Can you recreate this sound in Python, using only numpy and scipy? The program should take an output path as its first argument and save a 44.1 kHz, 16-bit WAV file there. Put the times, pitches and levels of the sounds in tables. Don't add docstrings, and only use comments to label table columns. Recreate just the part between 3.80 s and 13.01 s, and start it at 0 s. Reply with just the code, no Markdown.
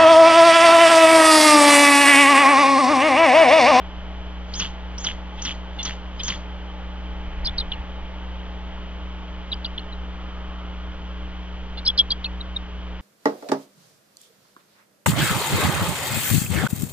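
import sys
import numpy as np
from scipy import signal
from scipy.fft import rfft, irfft, next_fast_len
from scipy.io import wavfile

SR = 44100
rng = np.random.default_rng(int(sys.argv[2]) if len(sys.argv) > 2 else 0)


def store_pcm(level_fs):
    pcm = np.round(np.clip(level_fs, -1, 1) * 32767).astype(np.int16)
    wavfile.write(sys.argv[1], SR, np.atleast_2d(pcm).T)


N = 406155
SIZE = next_fast_len(N, real=True)
TIME, BINS = np.arange(N) / SR, np.fft.rfftfreq(SIZE, 1 / SR)
MAINS_HZ, TREBLE_EDGE_HZ = 60, 7000

# harmonic_number, level_db
HUM_HARMONICS = [(1, -34), (3, -42.5), (5, -53), (7, -56.5), (9, -65), (11, -59.5), (13, -63.5),
                 (15, -64.5)]
# frequency_hz, relative_db
HISS_COLOUR = [(30, 10), (66, 9.5), (98, 0.5), (128, -5.5), (200, -1.5), (350, -4), (560, -1.5),
               (740, -4.5), (1120, -2.5), (1850, -7.5), (2700, -9.5), (3080, -2.3), (3550, -13.3),
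               (4300, -22.5), (7000, -35.5)]
# centre_hz, width_hz, relative_db
DRONE_RESONANCES = [(600, 140, -8), (860, 75, -3)]
# time_s, level_db
DRONE_FADE = [(0, -49), (3.5, -48), (4.6, -50), (9.2, -59.5)]
# start_s, break_s, leap_hz, arch_height_hz, break_hz,
# leap_db, arch_db, break_db, rasp_db, cry_db, creak_db
SQUEAL_CUES = [(0.736, 0.799, 4640, 1136, 5970, -33, -38, -25.5, -28, -22.5, -30.5),
               (1.179, 1.247, 5650, 1320, 5750, -36, -43.5, -26.5, -29.5, -18.5, -31),
               (1.619, 1.653, 6020, 619, 5900, -33, -41, -28.5, -29, -41, -30),
               (2.028, 2.054, 6180, 604, 5850, -31, -42, -28.5, -29, -31.5, -36),
               (2.432, 2.482, 6245, 399, 6150, -33, -37.5, -26, -27.5, -22.5, -33)]
# centre_hz, width_hz, relative_db
THROAT_RESONANCES = [(153, 110, 1.5), (1220, 600, -8), (2010, 180, -9), (3170, 620, -2.5), (4500, 500, -11),
                     (6700, 1600, -11)]
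# centre_s, pitch_hz, level_db
SNAP_CUES = [(0.852, 1680, -33.5), (1.2882, 1900, -29.5), (1.302, 2330, -29), (1.3145, 1930, -33),
             (1.6947, 2400, -27.5), (1.710, 2700, -28), (2.096, 2260, -29), (2.109, 1920, -31.5),
             (2.524, 1980, -27.5), (2.54, 2160, -31.5)]
# start_s, length_s, first_pulse_hz, last_pulse_hz, level_db, throat_tuning_ratio
CROAK_CUES = [(1.57, 0.067, 645, 685, -39.5, 0.89), (1.985, 0.032, 695, 720, -27.5, 0.94),
              (2, 0.033, 673, 730, -31, 0.94), (2.391, 0.04, 560, 696, -29, 0.93),
              (7.970, 0.04, 690, 723, -32.5, 1.08)]
# frequency_hz, relative_db
CROAK_THROAT = [(1400, -25), (2200, -12.5), (2850, -5), (3500, 5.5), (4300, -5.5), (5000, -29.5),
                (5800, -30)]
# peak_s, half_width_s, level_db
BUMP_CUES = [(3.676, 0.3, -31), (3.983, 0.038, -35)]
# start_s, length_s, first_hz, top_hz, last_hz, full_level_db, roughness
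SLUR_CUES = [(3.646, 0.0128, 3870, 5080, 4700, -21, 0.25), (8.0506, 0.016, 4060, 5330, 4200, -21, 0.2)]
# start_s, fall_s, from_hz, to_hz, fall_db, beat_hz, high_hz, high_db, high_half_length_s,
# low_hz, low_db, low_delay_s, low_fade_s, low_sag_hz_per_s, whistle_roughness
CHIRP_CUES = [(3.657, .0138, 4640, 3700, -23, 370, 4930, -18.5, 0.004, 3470, -22, .0095, 0.0087, 3000, 0.4),
              (3.781, 0.0125, 4450, 3900, -20, 480, 4780, -35, 0.014, 3850, -25, 0.0145, 0.011, 39500, 0.4),
              (3.9178, 0.0089, 3460, 3000, -23, 457, 4120, -49, 0.024, 2870, -31.5, 0.0081, 0.01, 11850, .45),
              (5.724, 0.0125, 3830, 3030, -23, 470, 4770, -37, 0.0092, 3090, -37, .006, 0.0062, 8050, 0.4),
              (5.846, 0.0095, 3900, 3165, -24, 570, 4670, -32, 0.011, 2890, -35.5, 0.009, 0.01, 4040, 0.46),
              (5.979, 0.0072, 3470, 2920, -24.5, 466, 4070, -42, 0.0084, 2930, -40.5, 0.0087, .008, 8000, 0.6),
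              (8.063, 0.011, 4550, 3430, -19, 512, 5050, -13, 0.010, 3394, -14.5, 0.013, 0.007, 2630, 0.17),
              (8.177, 0.0098, 4630, 3340, -19.5, 480, 4990, -16.5, 0.008, 3358, -6.5, 0.013, 0.0089, 2660, 0.22),
              (8.3044, 0.01, 4360, 3300, -18.5, 523, 4690, -17, 0.0096, 3310, -18, 0.010, 0.005, 2520, 0.19),
              (8.443, 0.01, 3850, 3130, -22.5, 600, 4300, -26.5, 0.013, 2600, -30, 0.014, 0.0045, 5000, 0)]
# peak_s, half_length_s, pitch_hz, level_db, roughness
PEEP_CUES = [(2.399, .014, 4950, -41.5, 0.2), (3.696, .007, 3500, -31, 0.6), (5.720, .0055, 3810, -23, 0.2),
             (5.996, 0.0086, 4260, -40, 0.2), (6.114, .005, 3320, -46, .9), (6.131, 0.017, 3970, -38, 0.34),
             (8.1032, 0.011, 3326, -19.5, 0.3), (8.613, 0.013, 3850, -30.5, 0.42),
             (8.768, 0.011, 3714, -19.5, 0.07)]
# frequency_hz, lag_rad
LEFT_LAG = [(60, 0.31), (300, 0.31), (800, 0.46), (1700, 0.72), (3350, 1.38), (4500, 1.77), (6900, 2.45)]


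def amp(db):
    return 10 ** (np.asarray(db) / 20)


def unit(x):
    return x / np.sqrt(np.mean(x ** 2) + 1e-20)


def over_hz(points):
    hz, value = np.transpose(points)
    return np.interp(np.log(BINS + 1), np.log(hz + 1), value)


def peaks(modes):
    return sum(amp(db) / (1 + 2 * ((BINS - hz) / width) ** 2) for hz, width, db in modes)


def noise(colour, grain=1):
    return unit(irfft(rfft(grain * rng.standard_normal(N), SIZE) * colour, SIZE)[:N])


def wobble(size, rate_hz):
    knots = rng.standard_normal(N // 20)
    return np.interp(np.arange(size) * rate_hz / SR, np.arange(len(knots)), knots)


def add(mix, start_s, sound):
    part = mix[round(start_s * SR):][:len(sound)]
    part += sound[:len(part)]


def mains(buzz_db=-62, buzz_hz=3700, tilt=1.1, throb=0.67):
    hum = sum(np.sqrt(2) * amp(db) * np.cos(2 * np.pi * k * MAINS_HZ * TIME) for k, db in HUM_HARMONICS)
    size = SR // MAINS_HZ
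    hz = np.fft.rfftfreq(size, 1 / SR)
    colour = np.minimum(hz / buzz_hz, (buzz_hz / (hz + 1)) ** tilt) * (hz < TREBLE_EDGE_HZ)
    cycle = irfft(colour * np.exp(2j * np.pi * rng.random(len(hz))), size)
    cycle *= 1 + throb * np.cos(2 * np.pi * 4 * np.arange(size) / size)
    return hum * (1 + 0.1 * wobble(N, rate_hz=22)) + amp(buzz_db) * unit(np.resize(cycle, N))


def outdoors(hiss_db=-40.5, rush_db=-49, rush_at_s=6.68, rush_s=0.57, rumble_db=-43.5, rumble_hz=11):
    hiss = amp(hiss_db + .3 * wobble(N, rate_hz=5)) * noise(amp(over_hz(HISS_COLOUR)))
    rush = amp(rush_db) * np.exp(-((TIME - rush_at_s) / rush_s) ** 2) * noise(peaks([(1250, 330, 0)]))
    rumble = amp(rumble_db) * noise(BINS / (1 + (BINS / rumble_hz) ** 2) ** 2)
    drone = amp(np.interp(TIME, *np.transpose(DRONE_FADE))) * noise(peaks(DRONE_RESONANCES))
    return hiss + drone + rush + rumble


def syrinx(hz, rough, jitter=0.074, shimmer=0.62, unrest_hz=1100, octave_db=-39):
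    phase = 2 * np.pi * np.cumsum(hz * (1 + jitter * rough * wobble(len(hz), unrest_hz))) / SR
    strength = 1 + shimmer * rough * wobble(len(hz), unrest_hz)
    return np.sqrt(2) * strength * (np.sin(phase) + amp(octave_db) * np.sin(2 * phase))


def squeals(slack_hz=2940, leap_s=0.003, settle_s=0.004, swell_s=0.0032, ebb_s=0.0054, collapse_s=0.012):
    out = np.zeros(N)
    for start_s, break_s, leap_hz, arch_hz, break_hz, leap_db, arch_db, break_db, *_ in SQUEAL_CUES:
        t = np.arange(start_s, break_s + collapse_s, 1 / SR)
        top_s = start_s + leap_s
        arch = np.sin(np.pi * np.clip((t - top_s) / (break_s - top_s), 0, 1) ** 1.3)
        collapse = np.clip((t - break_s) / collapse_s, 0, 1) ** 3
        glide = np.interp(t, [start_s, top_s, break_s], [slack_hz, leap_hz, break_hz])
        pitch = glide + arch_hz * arch + (slack_hz - break_hz) * collapse
        breaking = amp(break_db) * np.exp(-abs(t - break_s) / np.where(t < break_s, swell_s, ebb_s))
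        level = amp(arch_db) + amp(leap_db) * np.exp(-((t - top_s) / settle_s - .5) ** 2) + breaking
        breath = np.sqrt(amp(arch_db) * level) * amp(1) * wobble(len(t), rate_hz=2500)
        air = breath * syrinx(pitch, rough=1, jitter=.13, shimmer=.5)
        under = amp(arch_db - 3) * syrinx(hz=3050 + 300 * arch, rough=.8)
        grunt = amp(-12) * breaking * syrinx(pitch / 4, rough=1)
        tone = level * syrinx(pitch, rough=.5)
        add(out, start_s, (tone + air + under + grunt) * signal.windows.tukey(len(t), .04))
    return out


def rasps(rise_s=0.0024, early_s=0.0041, t60_s=0.27, halo_s=0.086, grain_db=2):
    level = np.zeros(N)
    for _, break_s, *_, arch_db, _, rasp_db, _, _ in SQUEAL_CUES:
        age = TIME - break_s + early_s
        burst = np.clip(age / rise_s, 0, 1) * np.exp(-np.log(1000) * np.maximum(age, 0) / t60_s)
        halo = np.exp(-(age / halo_s) ** 2)
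        level += amp(rasp_db) * burst + amp(arch_db - 4) * halo
    grain = amp(grain_db * np.tanh(wobble(N, rate_hz=450)))
    return level * noise(peaks(THROAT_RESONANCES), grain)


def creaks(creak_hz=3130, pulse_hz=155, attack_s=0.003, hold_s=0.073,
           lift_hz=450, lift_at_s=.019, lift_s=0.0043, cry_at_s=0.0235, cry_s=0.0045):
    out = np.zeros(N)
    t = np.arange(0, 2 * hold_s, 1 / SR)
    for _, break_s, *_, cry_db, creak_db in SQUEAL_CUES:
        wander_hz = 130 * wobble(len(t), rate_hz=260)
        pitch = creak_hz + lift_hz * np.exp(-((t - lift_at_s) / lift_s) ** 2) + wander_hz
        pulses = np.cumsum(pulse_hz * (1 + .22 * wobble(len(t), pulse_hz))) / SR
        stutter = unit(np.sin(np.pi * pulses) ** 4 * amp(2 * wobble(len(t), pulse_hz)))
        hold = amp(creak_db) * stutter * np.minimum(t / attack_s, 1) * np.exp(-(t / hold_s) ** 6)
        cry = amp(cry_db) * np.exp(-((t - cry_at_s) / cry_s) ** 2)
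        tone = syrinx(pitch, rough=1, jitter=.065, shimmer=.35, unrest_hz=1300, octave_db=-19)
        add(out, break_s, np.hypot(hold, cry) * unit(tone))
    for cue in SNAP_CUES:
        add(out, *snap(*cue))
    return out


def snap(centre_s, hz, db, length_s=0.0021, sweep_octaves=0.99):
    u = np.linspace(-.5, .5, round(length_s * SR))
    sweep = syrinx(hz * 2 ** (sweep_octaves * u), rough=0.94, jitter=.14)
    return centre_s - length_s / 2, amp(db) * unit(np.cos(np.pi * u) ** 2 * sweep)


def branches(calls, wet_db=-27, t60_s=0.11):
    t = np.arange(SR // 2) / SR
    tail = rng.standard_normal(len(t)) * np.exp(-np.log(1000) * t / t60_s)
    return amp(wet_db) * signal.fftconvolve(calls, tail / np.linalg.norm(tail))[:N]


def croaks(unrest_hz=500, jitter=.045, shimmer=0.2):
    out = np.zeros(N)
    for start_s, length_s, first_hz, last_hz, db, tuning in CROAK_CUES:
        u = np.linspace(0, 1, round(length_s * SR))
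        hz = (first_hz + (last_hz - first_hz) * np.sqrt(u)) * (1 + jitter * wobble(len(u), unrest_hz))
        phase = 2 * np.pi * np.cumsum(hz) / SR
        tone = np.zeros(len(u))
        for k in range(2, 9):
            throat = amp(np.interp(k * hz / tuning, *np.transpose(CROAK_THROAT)))
            flicker = 1 + shimmer * wobble(len(u), unrest_hz)
            tone += throat * flicker * np.sin(k * phase + 2 * np.pi * rng.random())
        add(out, start_s, amp(db) * unit(tone) * np.sin(np.pi * u ** 0.66) ** 2)
    return out


def bumps(thud_hz=30, rustle_db=-18, rustle_hz=2200):
    level = sum(amp(db) * np.exp(-((TIME - peak_s) / width_s) ** 2) for peak_s, width_s, db in BUMP_CUES)
    thud = noise(BINS ** 2 / (1 + (BINS / thud_hz) ** 2) ** 2.5)
    rustle = amp(rustle_db) * noise(peaks([(rustle_hz, 900, 0)]))
    return level * (thud + rustle)


def slur(start_s, length_s, first_hz, top_hz, last_hz, db, rough, top_at=0.56, swell_db=11):
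    u = np.linspace(0, 1, round(length_s * SR))
    climb = np.sin(np.pi / 2 * np.interp(u, [0, top_at], [0, 1]))
    drop = np.sin(np.pi / 2 * np.interp(u, [top_at, 1], [0, 1])) ** 2
    hz = first_hz + (top_hz - first_hz) * climb + (last_hz - top_hz) * drop
    level = amp(db + swell_db * (u ** 2 - 1)) * signal.windows.tukey(len(u), .25)
    return start_s, level * syrinx(hz, rough)


def fall(start_s, length_s, first_hz, last_hz, db, beat_hz, rough):
    hz = first_hz + (last_hz - first_hz) * np.linspace(0, 1, round(length_s * SR)) ** 1.6
    tone = syrinx(hz + beat_hz / 4, rough) - .65 * syrinx(hz - 3 * beat_hz / 4, rough)
    grit = 1 + .6 * rough * wobble(len(hz), rate_hz=2400)
    return start_s, amp(db) * unit(tone * grit) * signal.windows.tukey(len(hz), .4)


def whistle(peak_s, half_length_s, hz, db, rough, sag=0.011):
    u = np.linspace(-1, 1, round(2 * half_length_s * SR))
    return peak_s - half_length_s, amp(db) * np.exp(-5.5 * u ** 2) * syrinx(hz * (1 - sag * u), rough)


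def low_whistle(fall_end_s, hz, db, delay_s, fade_s, sag_hz_per_s, rough):
    t = np.arange(-1.5 * delay_s, 3 * fade_s, 1 / SR)
    swell = np.exp(-np.where(t < 0, abs(t / (0.62 * delay_s)) ** 1.4, abs(t / fade_s) ** 0.94))
    shut = np.exp(-(np.maximum(t, 0) / (2.1 * fade_s)) ** 8)
    waver_db = 2 * np.clip(t / fade_s, 0, 1) * wobble(len(t), rate_hz=220)
    tone = syrinx(hz - sag_hz_per_s * t, rough)
    return fall_end_s + delay_s + t[0], amp(db + waver_db) * swell * shut * tone


def chirps(catch_s=0.0042):
    out = np.zeros(N)
    for cue in CHIRP_CUES:
        start_s, fall_s, from_hz, to_hz, db, beat_hz, high_hz, high_db, high_s, *low_note, rough = cue
        end_s = start_s + fall_s
        catch_at_s = start_s - catch_s / 2
        add(out, *fall(catch_at_s, catch_s, 1.15 * from_hz, from_hz, db - 16, beat_hz, rough=0.47))
        add(out, *snap(start_s, hz=2500, db=db - 25))
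        add(out, *fall(start_s, fall_s, from_hz, to_hz, db, beat_hz, rough=.22))
        add(out, *whistle(end_s + 0.51 * high_s, high_s, high_hz, high_db, rough, sag=-.02))
        add(out, *low_whistle(end_s, *low_note, rough))
    for cue in SLUR_CUES:
        add(out, *slur(*cue))
    for cue in PEEP_CUES:
        add(out, *whistle(*cue))
    return out


def with_breath(voice, air_db=-19, air_hz=3900, smooth_s=0.047):
    window = signal.windows.hann(round(smooth_s * SR)) * 2 / (smooth_s * SR)
    pressure = signal.fftconvolve(abs(voice), window, "same")
    return voice + amp(air_db) * pressure * noise(peaks([(air_hz, 800, 0)]))


def scene(side_db=-14):
    eagle = squeals() + rasps() + creaks() + with_breath(croaks() + chirps())
    mid = eagle + branches(eagle) + bumps() + mains() + outdoors()
    side = amp(side_db) * outdoors()
    left = irfft(rfft(mid + side, SIZE) * np.exp(-1j * over_hz(LEFT_LAG)), SIZE)[:N]
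    return np.array([left, mid - side])


def record(dry):
    lowpass = signal.firwin(401, TREBLE_EDGE_HZ, window=("kaiser", 8), fs=SR)
    return signal.oaconvolve(dry, lowpass[None], "same")


dry = scene()
out = record(dry)
store_pcm(out)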